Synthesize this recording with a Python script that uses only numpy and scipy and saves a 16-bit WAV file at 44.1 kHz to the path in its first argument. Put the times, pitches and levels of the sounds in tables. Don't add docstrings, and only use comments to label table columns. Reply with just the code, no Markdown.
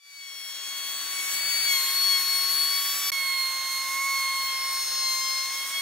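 import sys
import numpy as np
from scipy import signal
from scipy.io import wavfile
from scipy.ndimage import uniform_filter1d

SR = 44100
rng = np.random.default_rng(int(sys.argv[2]) if len(sys.argv) > 2 else 0)


def natural_amplitude(level_db):
    exponent = np.asarray(level_db, float) / 20
    return 10 ** exponent


def unload_wav(signal):
    wavfile.write(
        sys.argv[1],
        SR,
        np.round(np.clip(np.atleast_2d(signal).T, -1, 1) * 32767).astype(np.int16),
    )


N = 256220
T = np.arange(N) / SR
C = T[::64]

# start t/s, end t/s
SHOTS = [
    (0, 3.103),
    (3.1188, 5.81),
]
CORNER_S = 1.73
SECOND = C > np.mean([SHOTS[0][1], SHOTS[1][0]])
STANCE = (C > CORNER_S) + 1 * SECOND


def held(start_s, length_s):
    edge_s = 0.01 + 0.33 * length_s
    ramp = np.minimum(C - start_s, start_s + length_s - C) / edge_s
    same_view = SECOND == (start_s > SHOTS[0][1])
    return np.clip(ramp + .5, 0, 1) * same_view


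def travel(rows):
    s = [0, CORNER_S, CORNER_S + .05, SHOTS[0][1], *SHOTS[1]]
    return np.interp(C, s, np.ravel(rows))


def swing(x):
    return x - np.array([x[STANCE == k].mean() for k in range(3)])[STANCE]


def walk(rate):
    k = max(int(1 / (rate * C[1])), 1)
    steps = np.repeat(rng.standard_normal(len(C) // k + 1), k)
    smooth = uniform_filter1d(uniform_filter1d(steps, k), k)
    return 1.395 * smooth[:len(C)]


def on_log(hz, table):
    f, *cols = np.transpose(table)
    before, after, second = [np.interp(np.log(hz), np.log(f), c) for c in cols]
    turn_s = .15
    turned = np.clip((C - CORNER_S) / turn_s + .5, 0, 1)
    return np.where(SECOND, second, before + turned * (after - before))


def ports(db, pan_db, phase, lead):
    left = natural_amplitude(pan_db / 2) * np.exp(.5j * lead)
    right = natural_amplitude(-pan_db / 2) * np.exp(-.5j * lead)
    size = np.sqrt(2) * natural_amplitude(db) / np.maximum(np.abs(left + right) / 2, .55)
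    at_ports = [np.interp(T, C, size * port) for port in (left, right)]
    return np.imag(at_ports * np.exp(1j * phase))


def strike_rate():
    # t/s, strike rate f/Hz
    speed = [
        [(0.0, 1151), (0.3, 1103), (0.6, 1096), (1.12, 1114.3), (1.45, 1126), (1.66, 1121), (1.79, 1075.7),
         (2.08, 1102), (2.22, 1086), (3.1, 1129)],
        [(3.12, 1098), (3.45, 1068), (3.87, 1073), (4.07, 1090), (4.52, 1074.0), (4.95, 1070), (5.14, 1056.0),
         (5.81, 1090)],
    ]
    # start t/s, length t/s, change f/Hz
    snags = [(1.156, 0.25, -11.0), (2.193, 0.19, 7.5), (2.461, 0.16, 5.5), (2.918, 0.19, 8),
             (4.15, 0.2, -7.5), (4.418, 0.267, -5.5), (5.25, 0.33, -5.5), (5.621, 0.26, 9.5), (.7, .35, -2),
             (1.3, .15, -3), (1.57, .17, 4), (1.88, .17, 3), (3.77, .2, -3), (4.82, .14, -4)]
    s, hz = np.vstack(speed).T
    rate_hz = np.interp(C, s, hz)
    for start_s, length_s, change_hz in snags:
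        progress = np.clip((C - start_s) / length_s, 0, 1)
        rate_hz = rate_hz + change_hz * np.sin(np.pi * progress) ** 2
    return rate_hz


def overtone_levels():
    # overtone, level/dB before the corner, level/dB after it, level/dB in the second view
    overtones = [(1, -45, -42.5, -40.5), (2, -37.5, -41.5, -30.5), (3, -33, -43, -45.5),
                 (4, -31.5, -27.5, -33), (5, -43, -41.5, -43), (6, -46, -43, -43), (7, -48.5, -46.5, -64),
                 (8, -46.5, -44, -48), (9, -52.5, -52, -53), (10, -51, -50, -56.1), (11, -52.5, -45, -53.5),
                 (12, -57.5, -59, -47.5), (13, -55.0, -55.9, -61.4), (14, -50.2, -60.1, -56.7)]
    # start t/s,
    # length t/s, overtone, change level/dB
    swells_and_dips = [(0.0, 0.29, 2, 5.5), (0.02, 0.65, 1, -6), (0.1, 0.1, 3, -17.0), (0.14, 0.39, 5, 6),
                       (0.34, 0.68, 4, -3), (0.5, 0.26, 6, 5.5), (0.5, 0.62, 2, -3.5), (0.76, 0.27, 5, -13.0),
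                       (0.92, 0.21, 2, -6.5), (1.02, 0.66, 3, -12.5), (1.08, 0.04, 5, -15.9),
                       (1.1, 0.28, 4, -4), (1.22, 0.062, 4, -9), (1.36, 0.35, 1, -10.5), (1.38, 0.32, 5, -7),
                       (1.42, 0.78, 4, 3.7), (1.56, 0.1, 3, -7),
                       (1.68, 0.05, 6, 5.5), (1.68, 0.13, 2, 9), (1.74, 0.041, 3, 13), (1.76, 0.2, 4, -6.5),
                              (1.76, 0.24, 5, -7.5), (1.84, 0.2, 6, -10), (2.0, 0.11, 2, -7), (2.02, 0.1, 3, 5),
                              (2.12, 0.052, 3, 12), (2.12, 0.084, 2, 6.5), (2.18, 0.094, 4, -3),
                              (2.499, 0.49, 2, -7.5), (2.54, 0.28, 5, -6), (2.56, 0.28, 6, -12), (2.64, 0.64, 3, 6),
                              (2.72, 0.075, 2, 8.5), (2.88, 0.85, 4, -10.5), (2.94, 0.069, 3, -11.8),
                       (3.12, 0.27, 3, 6.5), (3.2, 0.27, 6, -15.4), (3.2, 0.64, 5, -8), (3.26, 0.22, 4, 3.5),
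                              (3.42, 0.54, 2, -6.1), (3.78, 0.35, 3, -11.2), (3.84, 0.26, 4, -6.5),
                              (3.88, 0.62, 1, 7), (4.24, 0.23, 5, -12), (4.3, 0.46, 6, -6), (4.38, 0.59, 2, -4.5),
                              (4.56, 0.36, 4, -2.4), (4.58, 0.22, 1, 3.5), (4.58, 0.27, 5, 4), (4.64, 0.37, 3, -15),
                              (4.78, 0.79, 2, -6.0), (4.82, 0.086, 1, -8.5), (4.82, 0.48, 6, 3.5),
                              (4.86, 0.16, 2, -6), (4.86, 0.66, 5, 8.1), (5.04, 0.13, 4, 4), (5.06, 0.15, 5, -5),
                              (5.48, 0.93, 1, -4.5), (5.5, 0.29, 4, -6.5), (5.54, 0.84, 2, -6.5),
                              (5.6, 0.27, 6, -9.5), (5.66, 0.06, 4, -19), (5.74, 0.067, 3, 12),
                       (0.16, 0.85, 8, -10), (0.74, 0.85, 10, -9.3), (0.84, 0.19, 14, 7.3), (1.08, 0.2, 9, 9),
                             (1.1, 0.33, 7, 8), (1.68, 0.1, 12, 10), (1.86, 0.36, 10, -11.6), (2.18, 0.27, 11, -8.1),
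                             (2.22, 0.36, 7, -2), (2.5, 0.15, 10, 7), (2.62, 0.36, 11, -12), (2.68, 0.27, 14, 10.4),
                             (2.82, 0.27, 8, -12), (2.82, 0.27, 13, 15), (2.96, 0.08, 13, -9), (2.96, 0.2, 10, -9.2),
                             (3.48, 0.26, 8, -6), (3.54, 0.2, 12, -15.6), (3.8, 0.85, 12, -10.2),
                             (4.42, 0.08, 14, 9.2), (4.64, 0.85, 11, -13.9), (4.84, 0.2, 12, -11.1),
                             (4.88, 0.48, 7, 7.0), (5.18, 0.15, 11, 12), (5.34, 0.37, 12, -7),
                             (5.42, 0.48, 9, -10.5),
                       (0.01, .08, 3, -3.5), (1.66, .09, 3, 4), (1.669, 0.063, 5, 7.5), (1.72, .06, 7, 3),
                             (1.17, 0.18, 2, 2.5), (1.311, 0.027, 2, -9), (1.2, 0.036, 3, 4.5),
                             (1.17, 0.045, 3, 7.5), (1.2, .04, 3, 4), (1.9, .07, 3, -5), (2.3, 0.11, 2, 2.5),
                             (2.22, .05, 2, -7), (3.02, 0.093, 5, 4), (3.03, .09, 4, 4.5), (3.03, 0.072, 2, 2.5),
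                             (5.05, .1, 3, 0), (5.16, .04, 3, -11), (5.22, 0.081, 3, 5.5), (5.53, 0.12, 3, 4),
                             (4.5, 0.028, 4, -8), (5.67, .05, 2, -6), (5.72, 0.088, 2, 3), (4.9, 0.11, 1, -2.5),
                             (3.38, 0.094, 4, 2), (4.4, 0.085, 1, -2), (1.84, 0.091, 2, 2.5),
                       (0.13, 0.12, 5, -4.5), (0.15, 0.08, 4, 3.5), (0.32, 0.18, 6, -8.0),
                             (0.32, 0.28, 4, -2.0), (0.55, 0.12, 2, -5.5), (0.87, 0.05, 5, 10.0),
                             (0.99, 0.08, 2, -7.0), (1.09, 0.18, 6, 4.0), (1.11, 0.03, 3, 8.0),
                             (1.21, 0.05, 3, -9.0), (1.26, 0.12, 3, 4.0), (1.33, 0.05, 6, -10.5),
                             (1.38, 0.28, 5, -4.5), (1.48, 0.03, 3, 7.0), (1.49, 0.05, 6, 6.5), (1.56, 0.05, 3, 8.0),
                             (1.63, 0.12, 6, 3.5), (1.84, 0.05, 6, 7.5), (1.86, 0.08, 3, 6.5), (2.09, 0.03, 2, 8.5),
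                             (2.1, 0.08, 4, 1.5), (2.25, 0.08, 3, -4.5), (2.28, 0.18, 6, -4.0),
                             (2.45, 0.08, 2, -9.5), (2.55, 0.45, 2, 3.5), (2.56, 0.08, 4, 2.5), (2.65, 0.18, 6, 7.5),
                             (2.72, 0.05, 5, 9.0), (2.8, 0.05, 4, -3.5), (2.98, 0.08, 4, -3.5),
                             (3.12, 0.12, 1, -5.5), (3.2, 0.45, 3, -3.5), (3.41, 0.08, 5, -8.5),
                             (3.71, 0.45, 2, 1.5), (4.27, 0.18, 5, 8.5), (4.48, 0.05, 3, 7.5), (4.5, 0.03, 4, 5.0),
                             (4.54, 0.08, 4, -3.0), (4.62, 0.03, 6, -10.5), (4.68, 0.18, 3, 5.0),
                             (4.82, 0.45, 6, 2.0), (4.84, 0.03, 4, -5.5), (5.11, 0.18, 1, 3.0),
                             (5.27, 0.28, 3, -3.0), (5.42, 0.08, 5, -5.5), (5.52, 0.05, 4, -5.0),
                       (0.16, 0.09, 10, -11.5), (0.29, 0.2, 10, 9.5), (0.49, 0.2, 8, 9.5),
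                             (0.53, 0.14, 11, -8.0), (0.56, 0.14, 10, -8.0), (0.62, 0.14, 14, -12.5),
                             (0.67, 0.45, 13, 5.0), (0.94, 0.06, 7, 12.0), (0.94, 0.06, 8, 10.5),
                             (1.05, 0.06, 8, -10.0), (1.22, 0.06, 11, 10.0), (1.46, 0.09, 14, 12.0),
                             (1.71, 0.09, 12, 8.0), (1.82, 0.14, 8, -5.0), (1.99, 0.09, 7, -8.5),
                             (2.05, 0.14, 8, 4.5), (2.34, 0.06, 8, 7.0), (2.34, 0.14, 10, 5.5), (2.38, 0.3, 9, -5.0),
                             (2.46, 0.14, 11, 5.5), (2.65, 0.3, 10, 6.0), (2.67, 0.14, 7, -8.5),
                             (2.68, 0.06, 8, -7.5), (2.87, 0.45, 11, 4.5), (2.91, 0.06, 14, 11.5),
                             (2.95, 0.14, 8, 9.5), (3.55, 0.14, 9, -8.5), (3.9, 0.2, 10, -8.5), (4.05, 0.2, 9, 5.5),
                             (4.09, 0.09, 12, 9.5), (4.42, 0.14, 10, -9.0), (4.42, 0.3, 13, 6.5),
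                             (4.45, 0.09, 7, 9.5), (4.55, 0.2, 12, -6.0), (4.57, 0.09, 8, -13.0),
                             (4.65, 0.45, 9, 6.5), (4.92, 0.45, 7, 4.5), (5.0, 0.14, 10, 8.5), (5.2, 0.2, 8, -4.5),
                             (5.25, 0.09, 14, -11.5), (5.35, 0.09, 10, -11.5), (5.56, 0.09, 8, -11.0),
                             (5.58, 0.06, 10, 12.5), (5.69, 0.06, 7, 12.0)]
    levels_db = np.array(overtones)[:, 1:][:, STANCE]
    for s, length, k, db in swells_and_dips:
        levels_db[round(k) - 1] += db * held(s, length)
    return levels_db


def cutter(turn, levels_db):
    # overtone, left minus right level/dB at start, same at end
    aim = [
        [(1, -18, -1), (2, 5, 9), (3, 4, 8), (4, 15, 3), (5, 10, -2), (6, 7, 4)],
        [(1, -1.5, -1.5), (2, 8, 5), (3, 8, -5), (4, 6.5, 6.5), (5, 14, 5.5), (6, 13, 1)],
        [(1, -3.5, 2.5), (2, -5, -2.5), (3, 4, 12), (4, -5, 4.5), (5, -4, 4.5), (6, 2, 3)],
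    ]
    left_lead = [(1, 0.27, 0.12), (2, 1.3, 0.22), (3, 0.72, -0.44), (4, -0.32, -0.79), (5, 1.1, -1.79),
                 (6, -0.11, 0.41)]
    # start t/s, length t/s, overtone, left minus right level/dB
    pulls = [(0, .25, 3, -6), (0, 0.23, 4, -10), (.1, 0.36, 2, -2), (.5, .25, 5, -4), (.72, .4, 2, -6),
             (.75, .25, 6, -4), (1.0, .25, 3, -5), (1.25, .25, 6, -4), (1.4, 0.52, 4, 2),
             (1.75, .25, 2, -4), (1.75, .25, 5, -8), (1.75, .25, 6, -4), (3.25, .25, 5, 6),
             (3.6, .5, 3, -9), (3.55, .8, 6, 5), (4.1, .7, 3, 5), (4.3, 1.21, 4, 1.5), (5.0, 0.51, 2, 7),
             (5.05, 0.44, 3, -15), (5.55, .3, 4, -6), (5.55, .3, 2, -4)]
    pans = [travel(rows[:, 1:]) for rows in np.swapaxes(aim, 0, 1)]
    for s, length, k, db in pulls:
        pans[round(k) - 1] = pans[round(k) - 1] + db * held(s, length)

    out = 0
    for (k, first, second), db, pan_db in zip(left_lead, levels_db, pans):
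        lead = np.where(SECOND, second, first) + 0.11 * k * walk(3.04)
        wavering_db = db + .6 * walk(30) + .3 * walk(13)
        phase = k * (turn + 0.61 * np.sin(1.707 * k))
        out = out + ports(wavering_db, pan_db, phase, lead)
    for k, db in enumerate(levels_db[len(left_lead):], start=len(left_lead) + 1):
        wavering_db = db + .4 * walk(7) + 2.26 * walk(30) + .3
        pan_db = 4 * walk(1.9)
        phase = k * turn + rng.uniform(0, 2 * np.pi)
        out = out + ports(wavering_db, pan_db, phase, 1.1 * walk(1.536))
    return out


def rush(turn, rasp_db, rumble_db, whirr_db, hiss_db, low_wide_db, high_wide_db, pan_db):
    # f/Hz, level/dB before the corner, level/dB after it, level/dB in the second view
    noise_colour = [(90, -45, -42, -44), (151, -17.5, -21, -18.5), (304, -14.5, -18, -14),
                    (837, -9, -9.5, -6), (1806, 1.5, 1.5, 2), (2230, -2, -2, -2.5), (3940, 1, 2, 3.5),
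                    (4570, -2, -0.5, 0.5), (5150, -7, -4, -1.5), (5780, -5, -0.5, -1),
                    (6430, -0.5, -5, 2.5), (7300, -3, -4.5, -4), (8100, -5, -5, -2),
                    (10000, -2, -0.5, -0.5), (12700, -7.5, 3, -4), (15500, -5.5, -6, -4.5)]
    # f/Hz, then level/dB in the same three stances
    noise_width = [(190, -38, -30, -36), (250, -18, -15, -15), (400, -19.5, -15, -15.5),
                   (1000, -13, -18, -16.5), (2030, -8, -11.5, -13.5), (2400, -5, -12, -24),
                   (3030, -4, -6, -15), (3430, -2, -8, -3.5), (4600, 0, -11, -4), (5150, 3, -13, -4),
                   (5900, 7, -2, 0), (6600, 0.5, 5.5, -3.5), (8500, -3, -9, -10), (10000, -1.5, -10, -12),
                   (12500, 4.5, -12, -5.5), (15500, 2, 2, -3)]
    # f/Hz, then level/dB in the three stances
    port_lean = [(300, -1.2, -1.6, -1.2), (900, -1, -1.5, -1), (1600, -.8, -.8, 0), (4000, 0.11, 0, 0.12),
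                 (9000, -.5, -1.4, -1), (15000, -.5, -1.5, -1)]
    # start t/s, length t/s, f/Hz, level/dB
    hiss_null = (.75, 1.3, 5150, -6)
    null_s, null_length_s, null_hz, null_depth_db = hiss_null
    null_on = null_depth_db * held(null_s, null_length_s) * (STANCE == 0)

    f, s, (one, other) = signal.stft(rng.standard_normal((2, N)), SR, nperseg=1024, noverlap=768)
    centres = 80.5 * 2 ** np.arange(0, 7.7, 1 / 6)
    surge, flurry = walk(16), walk(40)
    region_hz = np.log([700, 1300, 3200, 6000, 11000])
    regions = [([1, 0, 0, 0, 0], rumble_db), ([0, 0, 0, 1, 0], whirr_db), ([0, 0, 0, 0, 1], hiss_db)]
    gains = []
    for hz in centres:
        drift_db = sum(np.interp(np.log(hz), region_hz, touch) * swing(db) for touch, db in regions)
        high = np.clip(np.log2(hz / 3500) / 0.95, 0, 1)
        db = rasp_db + drift_db + on_log(hz, noise_colour) + 11.0
        db = db + high * (0.51 * surge + 0.73 * flurry) + 0.48 * walk(14)
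        wide_db = on_log(hz, noise_width) + swing(low_wide_db + high * (high_wide_db - low_wide_db))
        null_db = null_on * np.exp(-(np.log2(hz / null_hz) * 10) ** 2)
        lean_db = high * pan_db + on_log(hz, port_lean)
        controls = (db + null_db, wide_db - null_db, lean_db)
        gains.append([np.interp(s, C, c) for c in controls])

    gains = np.array(gains)
    place = np.interp(np.log(f + 1), np.log(centres), np.arange(len(centres)))
    below = np.minimum(place.astype(int), len(centres) - 2)
    share = (place - below)[:, None, None]
    blended = (1 - share) * gains[below] + share * gains[below + 1]
    db, wide_db, lean_db = np.moveaxis(blended, 1, 0)
    side = natural_amplitude(wide_db) * (.6j * one + 0.93 * other) + np.tanh(lean_db / 17) * one
    spectra = natural_amplitude(db) * np.array([one + side, one - side])
    both = signal.istft(spectra, SR, nperseg=1024, noverlap=768)[1]
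    return both[:, :N] * (1 + 0.15 * np.cos(turn))


def windings(rasp_db):
    # f/Hz, first view level/dB over the rasp, second view level/dB over the rasp
    hum_lines = [(301, -31, -28), (601, -32, -33), (899, -32, -18), (1700, -19, -34), (1830, -34, -22),
                 (2003, -21, -32), (150, -40, -36)]
    # start t/s, length t/s, level/dB
    hum_fade = (5.16, 1.2, -6)
    out = 0
    for hz, first_db, second_db in hum_lines:
        db = rasp_db + np.where(SECOND, second_db, first_db) + hum_fade[2] * held(*hum_fade[:2])
        db = db + .7 * walk(2.97) + 1.5 * walk(12)
        phase = 2 * np.pi * hz * T + np.interp(T, C, 0.6 * walk(9))
        out = out + ports(db, 0 * C, phase, 0 * C)
    return out


def scene():
    # level/dB at start, level/dB at end
    rasp_rows = [(-40.5, -38.5), (-39.5, -40.5), (-44.5, -45)]
    rumble_rows = [(.9, -.9), (-1.1, 1.2), (-0.65, 0.68)]
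    whirr_rows = [(3, -3), (-1, -0.5), (-1.5, 2)]
    hiss_rows = [(-1.5, 1.4), (0.038, 0.21), (0.96, -1.1)]
    low_wide_rows = [(9.4, 7.8), (3.6, 1.7), (3.3, 4.2)]
    high_wide_rows = [(0, 3), (4, -1), (-2.5, -2)]
    lean_rows = [(0.1, 7), (-1.5, -3), (-1.2, -1.1)]
    # start t/s, length t/s, level/dB
    chip_sprays = [(.4, .15, 1.5), (.55, .25, -1.5), (1.8, 0.18, 0), (2.1, 0.36, 1.5), (2.7, 0.5, 1),
                   (4.05, .2, 1.5), (4.6, 0.14, 1.5), (5.4, .1, -2)]
    # start t/s, length t/s, level/dB
    quiet_start = (0, .3, -4)

    rasp_db = travel(rasp_rows)
    rumble_db = travel(rumble_rows) + quiet_start[2] * held(*quiet_start[:2])
    start_s, end_s = SHOTS[1]
    midway = SECOND * np.sin(np.pi * (C - start_s) / (end_s - start_s))
    hiss_db = travel(hiss_rows) - 1 * midway
    hiss_db = hiss_db + sum(db * held(s, length) for s, length, db in chip_sprays)

    rate_hz = strike_rate() * (1 + 0.000361 * walk(60) + 0.00072 * walk(14))
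    turn = 2 * np.pi * np.cumsum(np.interp(T, C, rate_hz)) / SR
    song = cutter(turn, overtone_levels())
    noise = rush(turn, rasp_db, rumble_db, travel(whirr_rows), hiss_db,
                 travel(low_wide_rows), travel(high_wide_rows), travel(lean_rows))
    return song + noise + windings(rasp_db)


def roll_off(x):
    return signal.sosfilt(signal.butter(12, 15740, fs=SR, output="sos"), x)


def record(dry):
    top_cut = signal.ellip(12, .2, 80, 15740, fs=SR, output="sos")
    rumble_cut = signal.butter(6, 116, "high", fs=SR, output="sos")
    cut = signal.sosfilt(rumble_cut, signal.sosfilt(top_cut, dry))
    fade_s = 1.75
    fade = np.clip(T / fade_s + 0.015, 0, 1)
    first_end_s, second_start_s = SHOTS[0][1], SHOTS[1][0]
    gap = (T > first_end_s) & (T < second_start_s)
    click = .012 * np.exp(-np.clip(T - second_start_s, 0, 1) / .0005) * (T >= second_start_s)
    return roll_off(cut * ~gap * fade + click)


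dry = scene()
out = record(dry)
unload_wav(out)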